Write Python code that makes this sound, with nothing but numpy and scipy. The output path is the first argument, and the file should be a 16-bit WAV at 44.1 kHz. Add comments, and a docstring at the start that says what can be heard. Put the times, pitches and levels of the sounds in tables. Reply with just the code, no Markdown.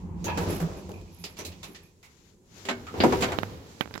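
"""An old lift brakes to a stop, heard from inside its small wooden cabin.
The car rumbles, friction makes the brake sing, and the cabin booms and creaks as the car judders.
The guide shoes rub and squeak on the rails; the switchgear clacks as the rumble dies away.
A sleeve rustles, the latch is worked, and the doors clunk and swing open, ringing in their modes.
Last, a few taps land on the case close to the right microphone. The building hums throughout."""
import sys
import numpy as np
from scipy import signal
from scipy.fft import rfft, irfft
from scipy.io import wavfile
from scipy.ndimage import uniform_filter1d

SR = 44100
rng = np.random.default_rng(int(sys.argv[2]) if len(sys.argv) > 2 else 0)


def master(y):
    """Save y as 16-bit WAV."""
    cut = np.clip(np.atleast_2d(y).T, -1, 1)
    pcm = np.round(cut * 32767)  # scale
    wavfile.write(sys.argv[1], SR, pcm.astype(np.int16))


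N = 176400
TIME = np.arange(N) / SR


def amp(db):
    """Amplitude ratio of a level in decibels."""
    return 10 ** (np.asarray(db) / 20)


def unit(x):
    """Normalisation to an rms of 1."""
    return x / np.sqrt(np.mean(x ** 2) + 1e-20)


def read(points, hz):
    """Interpolation on a logarithmic frequency axis."""
    f, value = np.transpose(points)
    return np.interp(np.log(hz + 1), np.log(f + 1), value)


def envelope(curve):
    """Amplitude envelope through points of (time [s], level [dB])."""
    return amp(np.interp(TIME, *np.transpose(curve)))


def add(mix, start, sound):
    """Superposition: a sound joins the mix at its start time in seconds."""
    part = mix[:, max(round(start * SR), 0):][:, :sound.shape[1]]
    part += sound[:, :part.shape[1]]


def colour(x, *tables, size=8192):
    """Minimum-phase filters in cascade: their gains in decibels add."""
    hz = abs(np.fft.fftfreq(size, 1 / SR))
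    log_gain = np.log(amp(sum(read(p, hz) for p in tables)))
    response = np.exp(np.conj(signal.hilbert(log_gain)))
    impulse = np.fft.ifft(response).real[:size // 2]
    return signal.fftconvolve(np.atleast_2d(x), impulse[None], axes=1)[:, :x.shape[-1]]


def diffuse(x):
    """Diffuse-field coherence: two microphones hear long waves alike and short waves independently."""
    # left-right likeness (frequency [Hz], correlation [-1 to 1])
    coherence = [(60, 1), (200, 0.92), (400, 0.8), (700, 0.59), (1100, -.15), (2000, -0.029),
                 (8000, -0.0068)]
    n = x.shape[1]
    a, b = rfft(x)
    correlation = np.clip(read(coherence, np.fft.rfftfreq(n, 1 / SR)), -1, 1)
    mid, side = a * np.sqrt((1 + correlation) / 2), b * np.sqrt((1 - correlation) / 2)
    return irfft(np.array([mid + side, mid - side]), n)


def noise(n):
    """White noise in a diffuse field."""
    return diffuse(rng.standard_normal((2, n)))


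def rough(n, depth_db, size):
    """Random amplitude modulation by uneven contact, smoothed over size samples."""
    flicker = unit(uniform_filter1d(rng.standard_normal(n), size=size))
    return unit(amp(depth_db * flicker))


def sing(modes, n):
    """Forced resonance: friction noise drives narrow spectral peaks."""
    hz = np.fft.rfftfreq(n, 1 / SR)
    return sum(amp(db) * unit(irfft(rfft(noise(n)) / (1 + (2 * (hz - f) / width) ** 2), n))
               for f, width, db in modes)


def knock(row, tone, early_t60, tail_db, grain_db, sag_db, rise_s, modes=(), ring_db=0):
    """Impact excitation: weakening contacts feed early reflections, reverberation and any free modes.
    Row: (time [s], chatter [s], ping [Hz], ping gain [dB], bass [dB], middle [dB], treble [dB], top [dB])
    """
    # centres of the bass, middle, treble and top bands (frequency [Hz])
    bands = (300, 1000, 4000, 12000)
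    # reverberation of the cabin (frequency [Hz], T60 [s])
    cabin_t60 = [(100, 0.45), (400, 0.62), (1000, 0.52), (2800, 0.25), (7000, 0.087), (15000, 0.29)]
    start, chatter, ping_hz, ping_db, *band_db = row
    t = np.arange(24000) / SR
    after = np.maximum(t - chatter, 0)
    contacts = rough(len(t), grain_db, size=40) * amp(sag_db * (.5 - np.minimum(t / chatter, 1)))
    early = noise(len(t)) * contacts * 1e-3 ** (after / early_t60)
    hz, frame_s, spectra = signal.stft(noise(len(t)), SR, nperseg=256)
    decay = 1e-3 ** (np.maximum(frame_s - chatter, 0) / read(cabin_t60, hz)[:, None])
    tail = signal.istft(spectra * decay, SR)[1][:, :len(t)]
    ring = np.zeros_like(early)
    for f, db, t60 in modes:
        cycles = f * rng.normal(1, 0.0028) * t + rng.random((2, 1))
        ring += amp(db - 60 * after / t60) * np.sin(2 * np.pi * cycles)
    onset, build = np.minimum(t / rise_s, 1), np.minimum(t / (chatter + rise_s), 1)
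    sound = onset * early + build * (amp(tail_db) * tail + amp(ring_db) * diffuse(ring))
    foot, top = .14, 0.012  # half-widths of the ping's peak, as shares of its frequency
    peak = [(-foot, 0), (-top, ping_db), (top, ping_db), (foot, 0)]
    ping = [(ping_hz * (1 + offset), db) for offset, db in peak]
    overtone = [(f * 1.8, db * 0.14) for f, db in ping]
    return start, colour(sound, list(zip(bands, band_db)), tone, ping, overtone) * np.sqrt(SR / 2)


def car_jolts():
    """Impacts of the stopping car excite the cabin's reverberation."""
    # knocks of the car (columns as in knock)
    jolts = [(.242, 0.016, 6520, 15, -53, -74, -78, -79.5), (.28, 0.024, 2550, 4, -60, -64, -79, -103),
             (.373, 0.012, 7440, 6.5, -52, -60, -75, -80), (.412, 0.018, 976, 13, -55, -68, -89, -87),
             (.465, 0.035, 1200, 10, -54, -71.5, -85, -101),
             (.497, 0.036, 8050, 4, -58.5, -70.5, -81.5, -86), (.556, 0.0038, 8000, 5, -66, -70, -86, -86),
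             (.6, 0.021, 7800, 5, -58.5, -65, -86.5, -84), (.69, 0.1, 373, 8, -69, -76.5, -103, -104),
             (.89, 0.0073, 885, 4, -61.5, -72, -113, -104)]
    # their colour (frequency [Hz], gain [dB])
    tone = [(30, -27), (90, -12), (175, -12), (255, -9), (340, -3.5), (500, -1.5), (760, -3.5), (950, -4),
            (1250, -2), (4000, 1.5), (6600, -0.5), (9000, -0.5), (12000, -3.5), (16000, -8)]
    out = np.zeros((2, N))
    for row in jolts:
        add(out, *knock(row, tone, early_t60=0.1, tail_db=-0.5, grain_db=2, sag_db=4, rise_s=0.0017))
    return out


def car_rumble():
    """Structure-borne noise: the car's low rumble swells under braking, then dies away."""
    # course of the rumble (time [s], level [dB])
    levels = [(0, -38.5), (.2, -37), (.5, -31), (.75, -40), (.95, -42), (1.25, -52.5), (1.6, -47.5),
              (1.8, -55.5), (2, -64), (2.4, -60), (4, -80)]
    # its spectrum (frequency [Hz], gain [dB])
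    tone = [(20, -28.5), (40, -3.5), (62, -2.5), (92, 7), (120, -9.5), (175, 3), (260, -11), (350, -8),
            (600, -29), (950, -16.5), (1400, -34.5), (2600, -39), (6000, -71), (9000, -82), (16000, -68)]
    return envelope(levels) * unit(colour(noise(N), tone))


def brake():
    """Friction-excited resonance: the shoe sings briefly as it grips."""
    # brake resonances (frequency [Hz], width [Hz], level [dB])
    modes = [(877, 100, -29.5), (965, 40, -33.5), (1675, 37, -39.5), (2570, 240, -35), (3220, 46, -48)]
    start_s, rise_s, t60 = .262, 0.011, 0.57
    out, t = np.zeros((2, N)), np.arange(SR) / SR
    grip = np.minimum(t / rise_s, 1) * amp(-60 * np.maximum(t - rise_s, 0) / t60)
    add(out, start_s, sing(modes, SR) * grip)
    return out


def cabin_booms():
    """Forced vibration: the juddering car makes the cabin boom, in phase at both microphones."""
    # low tone bursts (time [s], duration [s], frequency [Hz], level [dB])
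    booms = [(0, 0.15, 84, -39), (0, 0.114, 179.6, -40.5), (0.116, 0.12, 59, -38.5),
             (.13, 0.17, 175.7, -35.5), (.375, 0.074, 168.8, -28.5), (.44, 0.14, 166.4, -34),
             (0.402, 0.18, 96.2, -31.5), (.603, 0.078, 166.8, -24), (0.875, 0.24, 95.4, -45),
             (1.0, 0.086, 58, -44), (1.18, 0.1, 169.2, -46.5), (1.439, 0.1, 87, -42)]
    out = np.zeros((2, N))
    for start, length, hz, db in booms:
        t = np.arange(0, length, 1 / SR)
        swell = np.sqrt(2) * amp(db) * np.sin(np.pi * t / length)
        boom = swell * np.sin(2 * np.pi * (hz * t + rng.random()))
        add(out, start, np.array([boom, boom]))
    return out


def door_clunks():
    """Damped free vibration: the wooden leaves ring in their modes after each impact."""
    # knocks of the leaves (columns as in knock)
    clunks = [(2.94, .05, 410, 8.5, -66, -72.5, -97, -103),
              (3.036, 0.013, 248, 3.5, -40.5, -49, -75.5, -73.5),
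              (3.123, 0.011, 421, 10.5, -53, -53.5, -76, -83),
              (3.283, 0.025, 960, 5, -64, -68.5, -84.5, -116)]
    # their colour (frequency [Hz], gain [dB])
    tone = [(30, -32), (100, -13.5), (200, -1), (360, 0), (700, 2), (950, 3.5), (1600, 2), (2800, 7),
            (7000, 3), (16000, -11)]
    # modes of the wood (frequency [Hz], level [dB], T60 [s])
    modes = [(147.4, 7, 0.23), (247, -5, 0.78), (309, 6, 0.23), (342, 9.5, 0.18), (389.6, 4.5, .5),
             (410, -17, 0.3), (503, -3, 1), (760, 8, 0.13), (856, 7, 0.083), (958, 8.5, 0.14)]
    out = np.zeros((2, N))
    for row in clunks:
        add(out, *knock(row, tone, early_t60=0.15, tail_db=-19.5, grain_db=0.5, sag_db=5.5,
                        rise_s=0.00069, modes=modes, ring_db=-28))
    return out


def door_swing():
    """Sliding friction: the moving doors rumble and scrape, a noise dotted with random impulses."""
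    # course of the swing (time [s], level [dB])
    levels = [(0, -110), (2.45, -68), (2.56, -53.5), (2.8, -43.5), (2.9, -46), (3.02, -29.5), (3.17, -28.5),
              (3.35, -35.5), (3.5, -39.5), (3.75, -49.5), (4, -46.5)]
    # its spectrum (frequency [Hz], gain [dB])
    tone = [(20, -27), (55, -6), (92, 6.5), (130, -2), (200, -3), (480, -5), (650, -14), (780, -12.5),
            (950, -13), (1500, -17.5), (2600, -20.5), (4400, -22.5), (7000, -29.5), (9000, -32.5),
            (12000, -33.5), (16000, -36.5)]
    grains_per_s = 310
    grains = (rng.random((2, N)) < grains_per_s / SR) * rng.standard_normal((2, N))
    scrape = noise(N) + amp(-9.5) * unit(diffuse(grains))
    return envelope(levels) * unit(colour(scrape, tone))


def latch():
    """Modal ringing: the metal latch and door fittings strike and vibrate freely."""
    # knocks of the metal (columns as in knock)
    strikes = [(2.651, 0.025, 410, 15.5, -71.5, -78.5, -77, -93),
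               (2.686, 0.025, 1550, 5.5, -56.5, -59.5, -65, -89.5),
               (2.867, 0.038, 1287, 21, -97, -80.5, -85, -104),
               (3.002, 0.023, 4800, 12, -46.5, -61, -60.5, -112),
               (3.207, 0.029, 7050, -4, -70, -73, -71.5, -80),
               (3.222, 0.028, 1800, -8, -57, -55, -62.5, -82.5),
               (3.319, 0.0098, 900, -4, -64, -56, -73, -87.5)]
    # their colour (frequency [Hz], gain [dB])
    tone = [(30, -29), (100, -24.5), (200, 2.5), (400, -2), (750, 0.5), (1300, 0), (1800, 2), (3000, 2),
            (4700, -1.5), (5800, -2), (7500, 4.5), (16000, -5.5)]
    # modes of the metal (frequency [Hz], level [dB], T60 [s])
    modes = [(241.4, 3.5, 0.45), (385.5, 7.5, 0.23), (660, 6.5, 0.17), (1050, 3.5, 0.13), (1557, 4.5, 0.12),
             (1800, 8, 0.074), (2197, 4, 0.23), (2890, -6, 0.13)]
    out = np.zeros((2, N))
    for row in strikes:
        add(out, *knock(row, tone, early_t60=0.11, tail_db=-14, grain_db=1.5, sag_db=6,
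                        rise_s=0.0013, modes=modes, ring_db=-24.5))
    return out


def switchgear():
    """Contact chatter: switchgear and lock lever send bright clacks into the reverberant cabin."""
    # knocks of the mechanism (columns as in knock)
    clacks = [(1.238, 0.0075, 4950, 7.5, -70, -72, -69, -88.5),
              (1.367, 0.015, 6400, -4, -82, -78, -81, -97),
              (1.387, 0.021, 6100, 10.5, -64, -67.5, -78, -91),
              (1.448, 0.015, 4150, 6.5, -68.5, -77, -74.5, -83.5),
              (1.518, .004, 3300, 4, -91, -85, -82.5, -108),
              (1.629, 0.015, 3800, 5.5, -79.5, -69.5, -76.5, -90.5),
              (1.68, .02, 403, 7, -70.5, -92, -112, -103), (1.746, 0.016, 1800, 10.5, -91, -82, -79, -102),
              (2.027, 0.031, 2120, 9, -107, -81.5, -91.5, -102)]
    # their colour (frequency [Hz], gain [dB])
    tone = [(30, -28), (170, -10), (260, -1.5), (470, -2.5), (700, -7), (1000, -5.5), (1600, -8), (2500, 1),
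            (3400, -2), (5800, 1), (9000, 3.5), (12000, -0.5), (16000, -5)]
    out = np.zeros((2, N))
    for row in clacks:
        add(out, *knock(row, tone, early_t60=0.15, tail_db=-3, grain_db=1, sag_db=2.5, rise_s=0.0028))
    return out


def case_taps():
    """Impulse response of a case tapped beside the right microphone; the left gets only a dull push."""
    # taps (time [s], push level [dB], snap level [dB], snap pitch [Hz])
    taps = [(3.3874, 1, -20.5, 4080), (3.433, -1, -21.5, 2240), (3.8092, 0, -11, 3100),
            (3.858, -15.5, -57, 905), (3.876, -19, -50, 1500), (3.91, -21.5, -31.5, 1200),
            (3.94, -18, -27, 4960), (3.953, -18, -28, 3800), (3.958, -12.5, -24, 1720),
            (3.9781, -12, -34, 7100)]
    # modes of the case (frequency [Hz], level [dB], T60 [s])
    modes = [(970, -30, 0.017), (1550, -9, 0.049), (3100, -17, 0.017)]
    # spectrum of the push (frequency [Hz], gain [dB])
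    push_tone = [(30, 0), (200, 20.5), (600, 17.5), (1500, 14), (3000, 1.5), (4500, -7), (7000, -19),
                 (8700, -42), (11000, -24), (16000, -16)]
    # spectrum of the snap (frequency [multiples of its pitch], gain [dB])
    snap_tone = [(.05, 5), (.3, 4.5), (.5, 0.5), (.75, 8), (1, -6), (1.1, -5), (1.25, -6), (2, -18),
                 (5, -36)]
    # bright edge of the snap (frequency [Hz], gain [dB])
    fizz_tone = [(2000, -20), (7000, -3), (8700, -23), (11000, 3), (16000, 1)]
    rise_s, crack_s, snap_t60, tail_t60 = 0.00047, 0.00079, 0.01, 0.1
    out, t = np.zeros((2, N)), np.arange(SR // 8) / SR
    push = colour(1. * (t == 0), push_tone)[0]
    ring = sum(amp(db - 60 * t / t60) * np.sin(2 * np.pi * f * t) for f, db, t60 in modes)
    fade = amp(-60 * t / snap_t60) + amp(-10.5 - 60 * t / tail_t60)
    for start, push_db, snap_db, hz in taps:
        snap = colour(fade * rng.standard_normal(len(t)), [(k * hz, db) for k, db in snap_tone])[0]
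        snap += amp(-17.5) * colour(fade * rng.standard_normal(len(t)), fizz_tone)[0]
        # a few clean cycles at the snap pitch, loudest after crack_s
        crack = amp(-2.5) * (t / crack_s) * np.exp(1 - t / crack_s) * np.sin(2 * np.pi * hz * t)
        near = amp(snap_db) * np.minimum(t / rise_s, 1) * (snap + ring + crack) - amp(push_db) * push
        far = colour(near, [(300, -28), (1000, -31), (3000, -42)])[0]
        add(out, start, np.array([far, near]))
    return out


def guide_shoes():
    """Sliding friction on the rails gives broadband rubbing and drives thin, resonant squeaks."""
    # course of the rubbing (time [s], level [dB])
    rub_levels = [(0, -60), (.13, -76), (.21, -58.5), (.45, -42), (.8, -52.5), (1.05, -59), (1.2, -57),
                  (1.6, -56.5), (1.86, -61), (1.97, -73), (2.4, -100)]
    # its spectrum (frequency [Hz], gain [dB])
    rub_tone = [(200, -1), (1000, -1), (1600, -6), (2500, 0.5), (3300, -1.5), (5800, -2.5), (7600, -6.5),
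                (9000, -9), (11500, -17), (16000, -20)]
    # squeaks (time [s], duration [s], top level [dB], low note level [dB])
    squeaks = [(0.388, 0.1, -55, -53), (0.484, 0.16, -46.5, -54), (0.768, 0.063, -62, -62),
               (0.886, 0.071, -63.5, -77), (0.933, 0.12, -70, -56.5), (1.078, 0.036, -87, -60),
               (1.116, 0.078, -62, -78), (1.186, 0.13, -56, -67), (1.289, 0.062, -60, -65),
               (1.38, 0.034, -53, -69), (1.631, 0.17, -61, -76), (1.829, 0.094, -68, -65.5)]
    # resonances of the thin top and the low note (frequency [Hz], width [Hz], level [dB])
    top_modes = [(10980, 650, 1.5), (11960, 1000, -0.5)]
    low_modes = [(2474, 190, 3.5)]
    out = envelope(rub_levels) * unit(colour(noise(N), rub_tone))
    t = np.arange(SR // 4) / SR
    for start, length, top_db, low_db in squeaks:
        grip = np.sin(np.pi * np.minimum(t / length, 1) ** 0.47) * rough(len(t), depth_db=4, size=200)
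        squeak = amp(top_db) * sing(top_modes, len(t)) + amp(low_db) * sing(low_modes, len(t))
        add(out, start, grip * squeak)
    return out


def cabin_creaks():
    """Heavily damped transients: each dry creak is a burst of noise with exponential decay."""
    # creaks (time [s], level [dB])
    creaks = [(.735, -37), (.8935, -33), (.918, -32.5), (1.014, -38)]
    # their colour (frequency [Hz], gain [dB])
    tone = [(60, -16), (400, 14), (1000, -8), (2500, -1), (7000, -7), (16000, -15)]
    t60 = 0.011
    out, t = np.zeros((2, N)), np.arange(SR // 4) / SR
    for start, db in creaks:
        add(out, start, colour(noise(len(t)) * amp(db - 60 * t / t60), tone))
    return out


def sleeve():
    """Friction noise of cloth; a changing level difference moves the rustle from left to right."""
    # course of the rustle (time [s], level [dB])
    levels = [(0, -100), (1.9, -80), (2.05, -68.5), (2.17, -62), (2.3, -62), (2.41, -80.5), (2.53, -58),
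              (2.585, -48.5), (2.78, -60), (2.97, -61), (3.45, -98), (3.7, -54), (4, -63.5)]
    # its spectrum (frequency [Hz], gain [dB])
    tone = [(100, -15), (800, -1.5), (2500, 2.5), (4400, 2.5), (5300, 1), (6800, 2), (7900, -1), (9000, -4),
            (12000, -11), (16000, -21)]
    # boost on the right and equal cut on the left (time [s], gain [dB])
    pan = [(3.3, -6), (3.6, -2.5), (4, 6.5)]
    rustle = envelope(levels) * rough(N, depth_db=0.93, size=900) * unit(colour(noise(N), tone))
    return rustle * envelope(pan) ** np.array([[-1], [1]])


def building_hum():
    """Stationary background noise: the building's low, diffuse hum."""
    # spectrum of the hum (frequency [Hz], gain [dB])
    tone = [(15, -104), (25, 0), (86, -2.5), (181, -4), (257, -9.5), (438, -6), (978, -33), (5420, -30),
            (6540, -23), (9020, -25), (15000, -37)]
    return amp(-61.5) * unit(colour(noise(N), tone))


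def scene():
    """Linear superposition of everything heard in the cabin."""
    impacts = car_jolts() + switchgear() + latch() + door_clunks()
    stopping = brake() + cabin_booms() + guide_shoes() + cabin_creaks() + car_rumble()
    return impacts + stopping + building_hum() + door_swing() + sleeve() + case_taps()


def record(dry):
    """Frequency response: each microphone port colours its channel, then a low-pass limits the band."""
    # responses of the two ports (frequency [Hz], gain [dB])
    left_port = [(60, -0.5), (160, -3.5), (350, .5), (1000, -2), (3000, -6), (7200, -2), (8500, -20),
                 (10000, -8.5), (11500, -5), (16000, -0.5)]
    right_port = [(60, -2), (160, 0.5), (350, -1), (1000, -2), (3000, -1.5), (7600, 0.5), (9000, -7.5),
                  (10000, -3.5), (11500, 1.5), (16000, -5.5)]
    cutoff_hz = 16100
    heard = np.vstack([colour(dry[0], left_port), colour(dry[1], right_port)])
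    low_pass = signal.firwin(511, cutoff_hz, window=("kaiser", 9), fs=SR)
    return signal.oaconvolve(heard, low_pass[None], "same")


dry = scene()
out = record(dry)
master(out)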